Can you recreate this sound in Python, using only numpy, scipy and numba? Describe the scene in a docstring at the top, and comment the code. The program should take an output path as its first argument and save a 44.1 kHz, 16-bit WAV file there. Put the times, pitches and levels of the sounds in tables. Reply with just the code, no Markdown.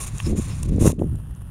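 """On a beach, wind buffets the microphone of a hand-held camera over the faint wash of the sea.
Swirling air rumbles, flutters and thumps, with the hardest gust near 0.87 s.
A finger rubs the camera's shell, dry and gritty, among a few ticks; the rubbing cuts off with a click.
From about 1 s a small zoom motor whirs faintly under the dying wind."""
import sys
import numpy as np
from scipy import signal
from scipy.fft import rfft, irfft
from scipy.io import wavfile
from scipy.ndimage import uniform_filter1d
from numba import njit

SR = 44100
rng = np.random.default_rng(int(sys.argv[2]) if len(sys.argv) > 2 else 0)


def master(y):
    """Save y as 16-bit WAV."""
    cut = np.clip(np.atleast_2d(y).T, -1, 1)
    pcm = np.round(cut * 32767)  # scale
    wavfile.write(sys.argv[1], SR, pcm.astype(np.int16))


N = 66150  # 1.5 s

# How well the camera's shell passes each frequency: f/Hz, level/dB
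SHELL_TONE = [(300, -7.5), (800, -15.5), (1120, -3), (1500, -41), (2100, -20), (2650, -11), (3100, -21),
              (3800, -13), (4300, -30), (5000, -19.5), (5700, -9.5), (6950, -3), (7500, -4), (7830, -17.5),
              (8300, -6), (9400, -2.5), (10400, -8), (12000, -22), (13500, -22), (16000, -48)]


def undb(db):
    """Turn decibels into a factor to multiply by."""
    return 10 ** (np.asarray(db) / 20)


def unit(x):
    """Scale a signal to an average strength (rms) of 1."""
    return x / np.sqrt(np.mean(x ** 2))


def curve(t, rows):
    """Join (time, value) rows with straight lines."""
    return np.interp(t, *np.array(rows).T)


def swell(t, at, half_length):
    """A bell-shaped rise and fall around one moment."""
    return np.exp(-((t - at) / half_length) ** 2 / 2)


def noise():
    """White noise: an even hiss."""
    return rng.standard_normal(N)


def specks(per_s, spread_db):
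    """Tiny clicks of uneven size at random moments."""
    return noise() * (rng.random(N) < per_s / SR) * undb(spread_db * rng.exponential(size=N))


def wander(per_s):
    """A smooth random drift of strength 1 that changes about per_s times a second."""
    size = max(int(SR / per_s), 1)
    smoothed = uniform_filter1d(noise(), size, mode="wrap")
    return unit(uniform_filter1d(smoothed, size, mode="wrap"))


def colour(x, points):
    """Shape the tone of a steady signal by (f/Hz, level/dB) points; strength 1."""
    hz, db = np.array(points).T
    f = np.maximum(np.fft.rfftfreq(N, 1 / SR), 1)
    gain = undb(np.interp(np.log(f), np.log(hz), db))
    return unit(irfft(rfft(x) * gain, N))


def noise_band(hz, width_hz):
    """Hiss gathered around one frequency; strength 1."""
    f = np.fft.rfftfreq(N, 1 / SR)
    return unit(irfft(rfft(noise()) / (1 + 2j * (f - hz) / width_hz) ** 2, N))


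def even(x, samples):
    """Even out a noise so that its strength stays near 1."""
    return x / np.sqrt(uniform_filter1d(x ** 2, samples) + 1e-12)


@njit
def lowpass(x, hz):
    """Soften the treble above hz, which gives one frequency for each sample."""
    y, band, low = np.empty(len(x)), 0., 0.
    for i in range(len(x)):
        g = np.tan(np.pi * hz[i] / SR)
        v = (band + g * (x[i] - low)) / (1 + g * (g + 1.5))
        y[i] = low + g * v
        band, low = 2 * v - band, low + 2 * g * v
    return y


def sea():
    """The sea washes faintly, as a steady, dull noise."""
    # Tone of the wash: f/Hz, level/dB
    wash_tone = [(100, 1.5), (500, -14), (1100, -14), (2000, -28), (15000, -40)]
    return undb(-59) * colour(noise(), wash_tone)


def zoom_motor(t):
    """The motor gives one buzzing pulse each turn, over the hiss of its gears."""
    # Tone of the gear hiss: f/Hz, level/dB
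    gear_tone = [(500, 0), (1200, -1), (1800, -5), (2400, -19), (3400, -13.5), (4400, -23.5), (7300, -19),
                 (8900, -13), (9600, 1.5), (10400, -12), (11900, -9), (13200, -23)]
    start_s, turns_per_s, buzz_hz, buzz_width_hz = .989, 131.8, 2870, 360
    turns = np.cumsum(turns_per_s * (1 + .01 * wander(25.2))) / SR  # the speed wobbles a little
    pulses = np.diff(np.floor(turns), prepend=0) * undb(wander(100))
    band = np.exp(-((np.fft.rfftfreq(N, 1 / SR) - buzz_hz) / buzz_width_hz) ** 2 / 2)
    buzz = undb(-69.5) * unit(irfft(rfft(pulses) * band, N))
    gears = undb(-56 + 3 * wander(300)) * colour(noise(), gear_tone)
    return (t > start_s) * (buzz + gears)


def ticks(t):
    """Noise bursts through the shell: ticks of grit, and a brief, soft rasp as the motor starts."""
    # Bursts (the slowest to fade is the rasp): t/s, level/dB, fade time/s
    bursts = [(0.183, -28, 0.00086), (.628, -33, 0.0017), (0.6312, -25, 0.0017), (0.688, -40, 0.0025),
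              (0.7617, -42.5, 0.0024), (0.991, -57, 0.045), (1.158, -46, 0.001), (1.35, -47.5, 0.0015)]
    level = sum((t >= at) * undb(db) * np.exp(-np.maximum(t - at, 0) / fade) for at, db, fade in bursts)
    return level * colour(noise(), SHELL_TONE)


def clicks(t):
    """Cracks with a short ring: knocks on the shell, and one sharp click as the rubbing cuts off."""
    # Clicks (the one at 0.9195 s ends the rubbing): t/s, level/dB, crack compared with that level/dB
    click_list = [(.1905, -33, -24), (.2012, -17, -7), (.632, -34, 0), (.877, -21, -14), (.9195, -39, 7),
                  (.993, -37, -16)]
    # Notes the shell rings at: f/Hz, level/dB, time to fade by 60 dB/s
    shell_notes = [(1130, -2, 0.018), (1870, 1.5, 0.0098), (2710, 3.5, 0.012), (3060, 4, 0.0064)]
    crack_s = .00025
    crack = unit(lowpass(noise(), hz=np.full(N, 5000.)))
    out = np.zeros(N)
    for at, db, crack_db in click_list:
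        age = np.maximum(t - at, 0)
        crack_fade = np.exp(-age / crack_s)
        out += (t >= at) * undb(db + crack_db) * crack_fade * crack
        for hz, note_db, ring_s in shell_notes:
            ring = np.sin(2 * np.pi * hz * age) * undb(-60 * age / ring_s)
            out += (1 - crack_fade) * undb(db + note_db) / 2 * ring  # builds up as the crack fades
    return out


def finger_rubbing(t):
    """Tiny slips ring the shell over the dull drag of skin, until the rubbing cuts off abruptly."""
    # Strokes: start/s, length/s, level/dB, rise time/s, time to fade 20 dB more/s, sag/(dB per s)
    strokes = [(0, 0.039, -34, 0.0032, 0.031, 16), (0.06, 0.0079, -35, 0.0085, 0.058, 46),
               (0.097, 0.12, -44.5, 0.089, 0.071, -14), (0.243, 0.061, -40, 0.014, 0.048, 46),
               (0.354, 0.058, -40, 0.021, 0.21, 20), (0.391, 0.21, -46, 0.1, 0.11, 18),
               (0.641, 0.021, -49, 0.0096, 0.0089, 0), (0.677, 0.019, -46.5, 0.017, 0.0081, 2),
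               (0.709, 0.073, -57.5, 0.0032, 0.023, 19), (0.79, 0.039, -35, 0.024, 0.02, -9),
               (0.822, 0.052, -26.5, 0.044, 0.078, 2)]
    # The skin grips and drags harder: t/s, half length/s, level/dB
    grips = [(0.261, 0.011, -43.5), (0.506, .022, -44)]
    # Tone of dragging skin: f/Hz, level/dB
    drag_tone = [(400, 0), (800, -2), (1100, 2.5), (1450, -2.5), (2200, -2), (2600, 0), (3100, -7.5),
                 (3700, -4), (4600, -8.5), (9000, -21.5)]
    # The rub squeaks briefly: t/s, half length/s, f/Hz, level/dB
    squeals = [(.028, .014, 9450, -37), (0.259, 0.015, 5280, -40.5), (0.385, 0.016, 6950, -41),
               (0.52, 0.016, 5320, -52)]
    cutoff_s, hard_press_db = .921, -38
    power = 0
    for start, length, db, rise_s, fade_s, sag in strokes:
        age = np.maximum(t - start, 0)
        rise = np.clip(age / rise_s, 0, 1)
        fade_db = 20 * np.maximum(age - length, 0) / fade_s
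        power += (rise * undb(db - sag * age - fade_db)) ** 2
    force = np.sqrt(power) * undb(1.5 * wander(84))
    slips = colour(specks(per_s=7000, spread_db=2), SHELL_TONE)
    hardness = np.minimum(force / undb(hard_press_db), 1) ** 2
    sizzle = undb(-10.5) * hardness * noise_band(hz=10700, width_hz=4500)
    grip = sum(undb(db) * swell(t, at, half) for at, half, db in grips)
    pull = undb(-44.5) * (force / undb(-37.5)) ** .46  # the drag grows more slowly than the slips
    drag = np.hypot(pull, grip) * colour(noise(), drag_tone)
    squeaks = sum(undb(db) * swell(t, at, half) * noise_band(hz, width_hz=400)
                  for at, half, hz, db in squeals)
    since_cutoff = np.maximum(t - cutoff_s, 0)
    ending = undb(-15 * np.minimum(since_cutoff / .0015, 1) - 170 * since_cutoff)  # drops, then fades
    return ending * (force * (slips + sizzle) + drag + squeaks)


def wind(t):
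    """Air rumbles on the microphone and breaks into swirls that flutter and thump; the top gust rasps."""
    # Strength of the rumble: t/s, level/dB
    gusts = [(0, -36), (.05, -28), (.10, -33), (.15, -24.5), (.19, -38), (.25, -20.5), (.33, -20),
             (.37, -26), (.45, -27.5), (.62, -26), (.70, -19), (.79, -22), (.88, -14.5), (.93, -29),
             (.97, -35), (1.01, -27), (1.13, -23), (1.2, -30), (1.27, -37), (1.325, -26), (1.365, -44),
             (1.40, -33), (1.5, -35)]
    # Tone of the rumble: f/Hz, level/dB
    rumble_tone = [(15, -8), (28, -11), (48, 1.5), (82, 1.5), (145, -3.5), (220, -20), (330, -31),
                   (600, -45), (1500, -90)]
    # Strength of the flutter as the airflow breaks up: t/s, level/dB
    flutter_levels = [(0, -66), (.23, -62), (.27, -24), (.33, -24), (.36, -29), (.40, -23), (.415, -52),
                      (.57, -44), (.68, -28.5), (.80, -23.5), (.865, -15.5), (.905, -23), (.925, -39),
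                      (.98, -32), (.995, -25), (1.04, -22), (1.09, -37), (1.14, -34), (1.18, -46),
                      (1.5, -49)]
    # Single swirls that thump the microphone: t/s, peak level/dB, half length/ms
    thumps = [(.2877, -12, 2.4), (0.3208, -11, 2.4), (0.3895, -9, 1.7), (0.7225, -8.5, 1.7),
              (0.817, -5, 1.8), (0.8583, -7.5, 1.1), (0.8645, -9, 1.2), (.877, -5.5, 1.4),
              (0.902, -13, 0.8), (0.931, -15, 1.15), (1.0205, -8, 0.8)]
    rumble = even(colour(noise(), rumble_tone), samples=1100) * undb(curve(t, gusts) + wander(90))
    flutter_db = curve(t, flutter_levels)
    edge_hz = np.clip(350 * 2 ** (.04 * (flutter_db + 30)), 250, 2000)  # louder flutter is brighter
    bass_cut = signal.butter(3, 125, "high", fs=SR, output="sos")
    swirls = signal.sosfilt(bass_cut, specks(per_s=610, spread_db=4))
    for _ in range(3):
        swirls = lowpass(swirls, edge_hz)
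    flutter = even(swirls, samples=1000) * undb(flutter_db + 1.5 * wander(79))
    air = rumble + flutter
    for at, peak_db, half_ms in thumps:
        offset = (t - at) / (half_ms * 1e-3)
        air += undb(peak_db) * (1 - 1.5 * offset ** 2) / (1 + offset ** 2 / 2) ** 3  # spike between dips
    rasp = undb(-20) * swell(t, at=.874, half_length=.019) * air * noise_band(hz=905, width_hz=430)
    return air + rasp


def scene():
    """Add the wind, the camera's noises and the sea into one channel."""
    t = np.arange(N) / SR
    return (wind(t) + finger_rubbing(t) + ticks(t) + clicks(t) + zoom_motor(t) + sea())[None]


def record(dry):
    """Flatten any peaks beyond full scale, then cut off the highest treble."""
    top_hz = 15750
    treble_cut = signal.ellip(10, .2, 80, top_hz, fs=SR, output="sos")
    return signal.sosfilt(treble_cut, np.clip(dry, -1, 1))


dry = scene()
out = record(dry)
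master(out)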